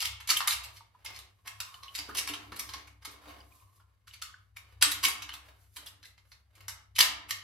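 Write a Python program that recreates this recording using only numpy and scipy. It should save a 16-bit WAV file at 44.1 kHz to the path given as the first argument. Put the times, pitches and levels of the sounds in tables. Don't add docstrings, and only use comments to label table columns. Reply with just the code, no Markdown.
import sys
import numpy as np
from scipy import signal
from scipy.fft import rfft, irfft, next_fast_len
from scipy.io import wavfile
from scipy.ndimage import uniform_filter1d

SR = 44100
rng = np.random.default_rng(int(sys.argv[2]) if len(sys.argv) > 2 else 0)


def unload_audio(sound):
    columns = np.transpose(np.atleast_2d(sound))
    steps = np.round(np.clip(columns, -1, 1) * 32767)
    wavfile.write(sys.argv[1], SR, steps.astype(np.int16))


N = 327663

# pitch in Hz, width in Hz, level in dB.
DRONE_NOTES = [(66, 8.4, -61), (97.85, 7.6, -62)]
# frequency in Hz, level in dB.
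AIR_TONE = [(76, -30), (130, -3.5), (183, -4.5), (554, -19), (1140, -18.5), (11800, -28), (16000, -44)]
# time in seconds, level in dB, the stone's pitch in Hz,
# treble in dB, body (the lower tones) in dB, build-up in milliseconds.
SNAPS = [(0.0076, -24, 3904, -5, -8, 5.2), (0.0238, -22.5, 4650, -4, 8.5, 8.4),
         (0.0573, -22, 2870, -6, -8, 11), (0.205, -37, 3170, -5, 14, 2.8),
         (0.2766, -25.5, 4320, 2, -8, 1.5), (0.291, -20, 4530, -2, 7, 3), (0.3018, -13.5, 4700, -4, 0, 2.5),
         (0.309, -13, 4510, -2.5, 0.5, 3.9), (0.3632, -30.5, 3030, 5.5, -0.5, 1.5),
         (0.372, -18.5, 11900, 2.5, 0, 1.2), (0.405, -19.5, 1100, -28.5, 17.5, 1.5),
         (0.476, -11.5, 1094, 1, 4.5, 1.6), (0.51, -24, 3910, -1, -5.5, 18),
         (0.5293, -22.5, 3770, -1, -20.5, 13), (0.643, -33.5, 4230, -1.5, -8, 5.4),
         (0.771, -44.5, 4410, -6, -2, 10.4), (1.049, -34.5, 930, 2.5, 10, 2),
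         (1.0637, -31, 2470, -18, -5.5, 4.6), (1.166, -40, 2360, -9, -7, 19),
         (1.19, -38.5, 3860, 2, 2, 2.2), (1.4796, -31.5, 2310, -4, 11, 6.8),
         (1.603, -23.5, 3680, -3, 3, 0.16), (1.745, -45, 3700, 1.5, 24.5, 5.9),
         (1.8355, -40, 4150, -20, 4, 6.5), (1.9559, -26.5, 4400, -4, -7, 6.6),
         (1.9914, -28.5, 4980, -9.5, 3, 13.5), (2.0905, -37, 1370, 12.5, 42.5, 2.4),
         (2.153, -28, 3170, -3.5, 4, 3.5), (2.1896, -20, 5400, -1, -4, 16),
         (2.2751, -25.5, 2170, -3.5, 7, 2.2), (2.2876, -26, 2940, -2, 11.5, 1.1),
         (2.339, -29, 3060, -8.5, 16.5, 3.4), (2.5208, -34.5, 1780, -13, 14, 0.85),
         (2.564, -35, 4150, 5, 13, 1.9), (2.5955, -23.5, 5260, 1.5, 6.5, 3.2),
         (2.693, -34.5, 1050, -8, 9, 3.7), (2.738, -29, 2100, -13, 7.5, 2.7),
         (2.8723, -45.5, 2310, -2, 17, 1), (3.0255, -48.5, 2140, -5, 16, 3.7),
         (3.051, -30, 4780, -2, 12, 1.9), (3.269, -52, 1130, -4, 37, 7.5),
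         (3.801, -55.5, 1340, -20, 53, 2.1), (4.0752, -43, 1445, -5.5, 2.5, 2.4),
         (4.1408, -41.5, 2270, -5.5, 1, 8.8), (4.2189, -27, 1300, -2, 1.5, 1.3),
         (4.5685, -38.5, 2230, -3, 9, 3.7), (4.813, -24, 4670, -3, 11, 1.03),
         (4.8225, -14.5, 2900, -11, -1.5, 2), (4.8259, -4, 3520, 1.5, 4.5, 2.2),
         (4.8501, -22.5, 4560, -17, 2, 4.6), (4.9144, -19.5, 13200, 7.5, 2, 0.3),
         (4.9215, -25, 1480, -7, -0.5, 2.5), (5.040, -15, 1100, -3.5, 0, 6), (5.0512, -12, 2940, 0, 2, 4),
         (5.0847, -20.5, 10600, 3, 12.5, 1.6), (5.2226, -30, 2510, -9.5, 7.5, 2.67),
         (5.2931, -35, 1484, -10, 14, 3.1), (5.3392, -34.5, 2680, -0.5, 15.5, 4.7),
         (5.7676, -32, 3950, 1, 10.5, 3.8), (5.864, -38, 3520, 13, 19.5, 3), (5.876, -43, 3400, -2, 0, 5),
         (6.031, -47.5, 4000, -10, 5, 2.9), (6.055, -44, 4200, -6, -1.5, 7),
         (6.179, -51.5, 3030, -14, 8, 1.53), (6.319, -45, 4170, -16, 5.5, 1.9),
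         (6.553, -50, 2520, 2.5, -6, 0.7), (6.607, -46.5, 2820, -5, 10, 0.96),
         (6.684, -26, 5510, 3.5, 13.5, 2.05), (6.964, -27.5, 2970, -7.5, -16, 5.7),
         (6.9911, -9, 2950, -3, 3.5, 4.8), (7.0077, -7, 2890, -3, 6, 4.4),
         (7.056, -24.5, 4600, -4.5, 3.5, 8.9), (7.299, -34, 2800, 1.5, 11, 7.8),
         (7.309, -19.5, 3150, -7.5, -5, 2.6)]
# frequency in Hz, level in dB.
CRACK_TONE = [(180, -72.5), (300, -39.5), (750, -18), (1020, -12), (1430, -15), (2210, -4.5), (2400, -8.5),
              (2700, -6.5), (4590, -6), (8090, -5), (12700, -7), (16000, -23.5)]
# pitch in Hz, width in Hz, level in dB.
SHEET_NOTES = [(1150, 90, -9), (2200, 110, 1), (2950, 160, 0), (3750, 130, -3), (4600, 170, -2)]
# start in seconds, level in dB, pitch in Hz.
CLINKS = [(0.303, -13, 4450), (0.368, -19, 3120), (0.478, -21.5, 3720), (0.508, -21.5, 3750),
          (0.807, -45.5, 942), (0.948, -52, 1010), (1.742, -41, 2980), (1.881, -36, 3010),
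          (2.093, -38.5, 1250), (2.111, -38, 1400), (2.187, -25.5, 3090), (2.273, -40, 1084),
          (2.29, -27.5, 2984), (2.303, -44, 2680), (2.338, -30, 3100), (2.342, -45, 1030),
          (2.523, -40, 1350), (2.741, -42, 1090), (3.27, -59, 1110), (3.404, -48, 4830),
          (3.41, -50.5, 2970), (3.521, -57, 2450), (3.6, -60, 2446), (4.075, -50, 1400),
          (4.11, -45.5, 2950), (4.219, -39, 1420), (4.222, -37, 3580), (4.341, -42.5, 1510),
          (4.569, -38.5, 2244), (4.824, -18, 4660), (4.826, -20, 1460), (4.842, -20.5, 4450),
          (4.918, -26, 3720), (5.052, -16, 2930), (5.292, -33.5, 2930), (5.303, -36, 2970),
          (5.322, -37.5, 3135), (5.34, -40, 3600), (5.868, -37.5, 3290), (5.873, -42, 4790),
          (6.036, -44.5, 4080), (6.041, -49.5, 1598), (7.005, -12, 2980), (7.009, -10, 4580),
          (7.018, -28, 2180)]
# start in seconds, level in dB.
THUDS = [(0.307, -49), (1.987, -50.5), (2.088, -40.5), (2.298, -39), (2.521, -41), (2.759, -52.5),
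         (3.076, -47.5), (3.271, -48.5), (4.821, -49.5), (4.865, -42.5), (5.062, -40), (5.781, -58),
         (7.001, -41)]
# pitch in Hz, level in dB, seconds to fade by 60 dB.
LEDGE_NOTES = [(232, -10, 0.14), (298, 1, 0.17), (360, -3, .09), (409, -5, 0.11), (694, -11, 0.12)]
# strongest moment in seconds, grit level in dB,
# length in seconds, level of the ringing hollow under the sheet in dB.
SCRAPES = [(0.665, -54, 0.068, -79), (1.113, -57, 0.26, -85), (1.461, -58, 0.038, -82),
           (1.685, -101, 0.34, -57.5), (1.846, -69, 0.11, -55.5), (2.16, -51, 0.54, -71),
           (2.57, -63, 0.59, -81), (2.785, -59, 0.13, -86), (3.147, -63, 0.23, -68.5),
           (3.284, -49, 0.17, -56), (3.41, -60, 0.098, -75), (3.608, -78.5, 0.62, -69),
           (4.298, -87, 0.24, -69), (4.713, -67.5, 0.22, -93), (5.488, -61.5, 0.19, -79),
           (5.833, -58.5, 0.066, -78), (6.632, -67.5, 0.35, -96)]
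# frequency in Hz, level in dB.
GRIT_TONE = [(150, -21), (400, -11), (1500, -9), (4000, -18), (7000, -24.5)]
# strongest moment in seconds, level in dB, length in seconds.
RUSTLES = [(0.75, -63, 0.1), (1.68, -65.5, 0.64), (1.93, -66, 0.19), (2.66, -61, 0.36), (3.12, -59, 0.063),
           (3.56, -66, 0.39), (3.76, -68.5, 0.096), (5.47, -72, 0.055), (5.62, -68, 0.21),
           (5.77, -60, 0.16), (6.07, -68, 0.13), (6.3, -71, 0.16)]
# frequency in Hz, level in dB.
CLOTH_TONE = [(1500, -19.5), (4000, -12.5), (7300, -9.5), (12000, -8.5), (14000, -8.5), (16000, -19.5)]
# frequency in Hz, seconds to fade by 60 dB.
ROOM_FADE = [(250, 1), (700, 0.66), (1700, 0.53), (4600, 0.38), (12000, 0.23)]
# frequency in Hz, likeness from 0 to 1.
LEFT_RIGHT_LIKENESS = [(100, 0.91), (600, 0.063), (6000, 0.033), (9500, 0.057), (11500, 0.66)]
# pitch in Hz, width in Hz, gain in dB.
CORNER_NOTES = [(697, 34, 3.5), (1130, 60, -10)]
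# frequency in Hz, lag in radians.
RIGHT_LAG = [(1200, 0), (2200, .9), (3200, -.9), (4100, .9), (5200, -.9), (8500, -2.6), (10800, 0),
             (12200, 0), (13500, 1.2), (14600, 3)]


def gain_of(db):
    return 10 ** (np.asarray(db) / 20)


def evened(x):
    return x / np.sqrt(np.mean(x ** 2) + 1e-20)


def read(points, hz):
    f, value = np.transpose(points)
    return np.interp(np.log(hz + 1), np.log(f + 1), value)


def add(mix, start_s, sound):
    at = round(start_s * SR)
    sound = sound[max(-at, 0):]
    part = mix[max(at, 0):][:len(sound)]
    part += sound[:len(part)]


def colour(x, response):
    size = next_fast_len(x.shape[-1])
    hz = np.fft.rfftfreq(size, 1 / SR)
    return irfft(rfft(x, size) * response(hz), size)[..., :x.shape[-1]]


def resonate(x, hz, width):
    r = np.exp(-np.pi * width / SR)
    return 2 * signal.lfilter([1 - r], [1, -r * np.exp(2j * np.pi * hz / SR)], x).real


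def band(x, hz, width, second_width):
    return evened(resonate(resonate(x, hz, width), hz, second_width))


def crackle(count, spread_db):
    return rng.standard_normal(count) * gain_of(spread_db * rng.standard_normal(count))


def flutter(count, depth_db, smooth_samples):
    return gain_of(depth_db * evened(uniform_filter1d(rng.standard_normal(count), smooth_samples)))


def house_drone():
    air = evened(colour(rng.standard_normal((2, N)), lambda f: gain_of(read(AIR_TONE, f))))
    drone = sum(gain_of(db) * band(rng.standard_normal(N), hz, width, 1.2 * width)
                for hz, width, db in DRONE_NOTES)
    noise = rng.standard_normal((2, N))
    deep = band(noise + 1.6 * noise.sum(0), 60, 33, 33)
    upper = band(rng.standard_normal((2, N)), 100, 36, 36)
    rumble = gain_of(-72.5) * deep + gain_of(-73.5) * upper
    return gain_of(-79) * air + drone * gain_of([[1.2], [-1.2]]) + rumble


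def snap_shape(ms, db, rise_ms):
    after = np.maximum(ms, 0)
    build_up = np.clip(1 + ms / (3.2 * max(rise_ms, .1)), 0, 1) ** 2.74
    fall_ms = max(3.2 - 0.1038 * db + 0.013 * rise_ms, .3)
    settling = np.exp(-after / fall_ms) + gain_of(-39.5) * np.exp(-after / 35)
    first_crack = gain_of(-4.5 + 0.42 * db) * np.exp(-after / 0.12)
    drops = (rng.random(len(ms)) < 160 / SR) * rng.exponential(1, len(ms))
    crumbs = gain_of(-17) * signal.lfilter([1], [1, -.97], drops) * np.exp(-after / 45)
    return np.where(ms < 0, build_up, settling + first_crack + crumbs)


def snap(ms, db, hz, treble_db, body_db, rise_ms):
    shape = snap_shape(ms, db, rise_ms)
    fits = flutter(len(ms), depth_db=4.5, smooth_samples=60)
    burst = crackle(len(ms), spread_db=0) * shape * fits
    tilt = [(500, 0.23 * body_db), (800, 1.1 * body_db - 4), (1000, body_db), (1400, body_db),
            (2200, 0.0082), (5500, 0.002), (8000, treble_db)]
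    crack = colour(burst, lambda f: gain_of(read(CRACK_TONE, f) + read(tilt, f)))
    push = colour(burst, lambda f: 1 / (1 + (950 / (f + 1)) ** 6))
    stone = resonate(push, hz, .13 * hz)
    stone_db = -12 + .15 * body_db - 0.0603 * db
    sheet = 0
    for note_hz, width, note_db in SHEET_NOTES:
        level = gain_of(note_db + 4.5 * rng.standard_normal())
        pitch = note_hz * (1 + .05 * rng.standard_normal())
        sheet += level * resonate(push, pitch, width)
    sound = evened(crack) + gain_of(-9.5) * evened(sheet) + gain_of(stone_db) * evened(stone)
    return gain_of(db) * sound * np.sqrt(np.mean(shape ** 2)) / 3


def snaps():
    out, lead_s = np.zeros(N), .04
    ms = 1000 * (np.arange(6144) / SR - lead_s)
    for time_s, *settings in SNAPS:
        add(out, time_s - lead_s, snap(ms, *settings))
    return out


def clink(hz):
    t, touch_s = np.arange(2048) / SR, .002
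    gap, spacing, softness = rng.random(3)
    bounce_s = .006 + .01 * gap
    bounce = gain_of(-7 - 9 * softness) * (t > bounce_s) * np.exp(-abs(t - bounce_s) / touch_s)
    push = rng.standard_normal(len(t)) * (np.exp(-t / touch_s) + bounce)
    width = 2.2 * hz / 50
    notes = resonate(push, hz, width) + 0.3 * resonate(push, hz * (1.1 + .2 * spacing), width)
    ring = resonate(notes, 1.05 * hz, .4 * hz)
    return ring / abs(ring).max()


def clinks():
    out = np.zeros(N)
    for start_s, db, hz in CLINKS:
        add(out, start_s, gain_of(db) * clink(hz))
    for snap_s, db, *_ in SNAPS:
        for wait, smallness, pitch in rng.random((5, 3)):
            late_s = -.03 * np.log(1 - wait)
            chip_db = db - 15 - 12 * smallness - 150 * late_s
            add(out, snap_s + late_s, gain_of(chip_db) * clink(1100 * 5 ** pitch))
    return out


def thuds():
    t, out = np.arange(SR // 3) / SR, np.zeros(N)
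    fade_in = 1 - np.exp(-t / 0.0018)
    for start_s, db in THUDS:
        ring = 0
        for hz, note_db, fade_s in LEDGE_NOTES:
            level = gain_of(note_db + 2 * rng.standard_normal() - 60 * t / fade_s)
            ring += level * np.sin(2 * np.pi * hz * t)
        puff = evened(resonate(rng.standard_normal(len(t)), 380, 400)) * gain_of(-4 - 60 * t / 0.04)
        add(out, start_s, gain_of(db) * (ring + puff) / 2 * fade_in)
    return out


def strokes(rows, rest_db):
    t, end_drop_db = np.arange(N) / SR, 21.5
    swells = sum(gain_of(db - end_drop_db * abs(t - middle_s) / (length_s / 2))
                 for middle_s, db, length_s in rows)
    return gain_of(rest_db) + swells


def scrapes():
    grains = crackle(N, spread_db=5.5) * flutter(N, depth_db=3.7, smooth_samples=500)
    slips = rng.random(N) < 30 / SR
    grains *= 1 + 1.3 * signal.oaconvolve(slips, np.exp(-np.arange(600) / 90))[:N]
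    friction = evened(colour(grains, lambda f: gain_of(read(GRIT_TONE, f))))
    sheet = evened(sum(gain_of(db) * resonate(grains, hz, width) for hz, width, db in SHEET_NOTES))
    grit = evened(friction + gain_of(-12.5) * sheet)
    hollow = band(grains, 1090, 135, 260)
    middle_s, grit_db, length_s, hollow_db = np.transpose(SCRAPES)
    grit_level = strokes(zip(middle_s, grit_db, length_s), rest_db=-81.5)
    hollow_level = strokes(zip(middle_s, hollow_db, length_s), rest_db=-105)
    return grit_level * grit + hollow_level * hollow


def rustles():
    cloth = evened(colour(crackle(N, spread_db=6.5), lambda f: gain_of(read(CLOTH_TONE, f))))
    return strokes(RUSTLES, rest_db=-89) * cloth


def echo_tail():
    taps = np.zeros((2, SR))
    at = np.arange(40, SR - 20, 20) + rng.integers(0, 20, (2, (SR - 41) // 20))
    np.put_along_axis(taps, at, rng.choice([-1., 1.], at.shape), 1)
    taps *= 1 + 0.5 * np.exp(-np.arange(SR) / SR / 0.018)
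    hz, t, bands = signal.stft(taps, SR, nperseg=256)
    alike = read(LEFT_RIGHT_LIKENESS, hz)[:, None]
    bands[1] = alike * bands[0] + np.sqrt(1 - alike ** 2) * bands[1]
    fade = gain_of(-60 * t / read(ROOM_FADE, hz)[:, None])
    tail = signal.istft(bands * fade, SR, nperseg=256)[1]
    return tail / np.linalg.norm(tail[0])


def room(x):
    out = np.zeros((2, N))
    turn = 2 * np.pi * 3.1 * np.arange(N) / SR
    for k in range(3):
        feed = x * np.cos(turn + k * 2 * np.pi / 3) * np.sqrt(2 / 3)
        out += signal.fftconvolve(feed[None], echo_tail(), axes=1)[:, :N]
    return out + sum(gain_of(db) * resonate(out, hz, width) for hz, width, db in CORNER_NOTES)


def scene():
    cutting = snaps() + scrapes() + rustles()
    clinking, thudding = clinks(), thuds()
    echo = room(cutting + gain_of(-2) * thudding + gain_of(-9) * clinking)
    heard = (cutting + clinking) * gain_of([[-.4], [.4]]) + gain_of(0.3) * echo
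    heard[1] = colour(heard[1], lambda f: np.exp(-1j * read(RIGHT_LAG, f)))
    return heard + thudding * gain_of([[1.2], [-1.2]]) + house_drone()


def record(dry):
    activity = colour(dry.mean(0), lambda f: f > 300)
    power_db = 10 * np.log10(abs(uniform_filter1d(activity ** 2, size=600)) + 1e-12)
    fall_db = 144 * np.arange(N) / SR
    held_db = np.maximum.accumulate(power_db + fall_db) - fall_db
    cut_db = uniform_filter1d(np.clip(0.48 * (-61 - held_db), 0, 9), size=300)
    slow_db = uniform_filter1d(power_db, size=9000)
    bass_cut_db = np.clip(0.33 * (-48 - slow_db), 0, 8)
    bass = colour(dry, lambda f: 1 / (1 + (f / 150) ** 8))
    sound = (dry - bass) / gain_of(cut_db) + bass / gain_of(bass_cut_db)
    sound = signal.lfilter(*signal.butter(2, 30, "high", fs=SR), sound)
    sound = .9 * np.tanh(sound / .9)
    treble_limit = signal.firwin(511, 16300, window=("kaiser", 9), fs=SR)
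    return signal.oaconvolve(sound, treble_limit[None], "same")


dry = scene()
out = record(dry)
unload_audio(out)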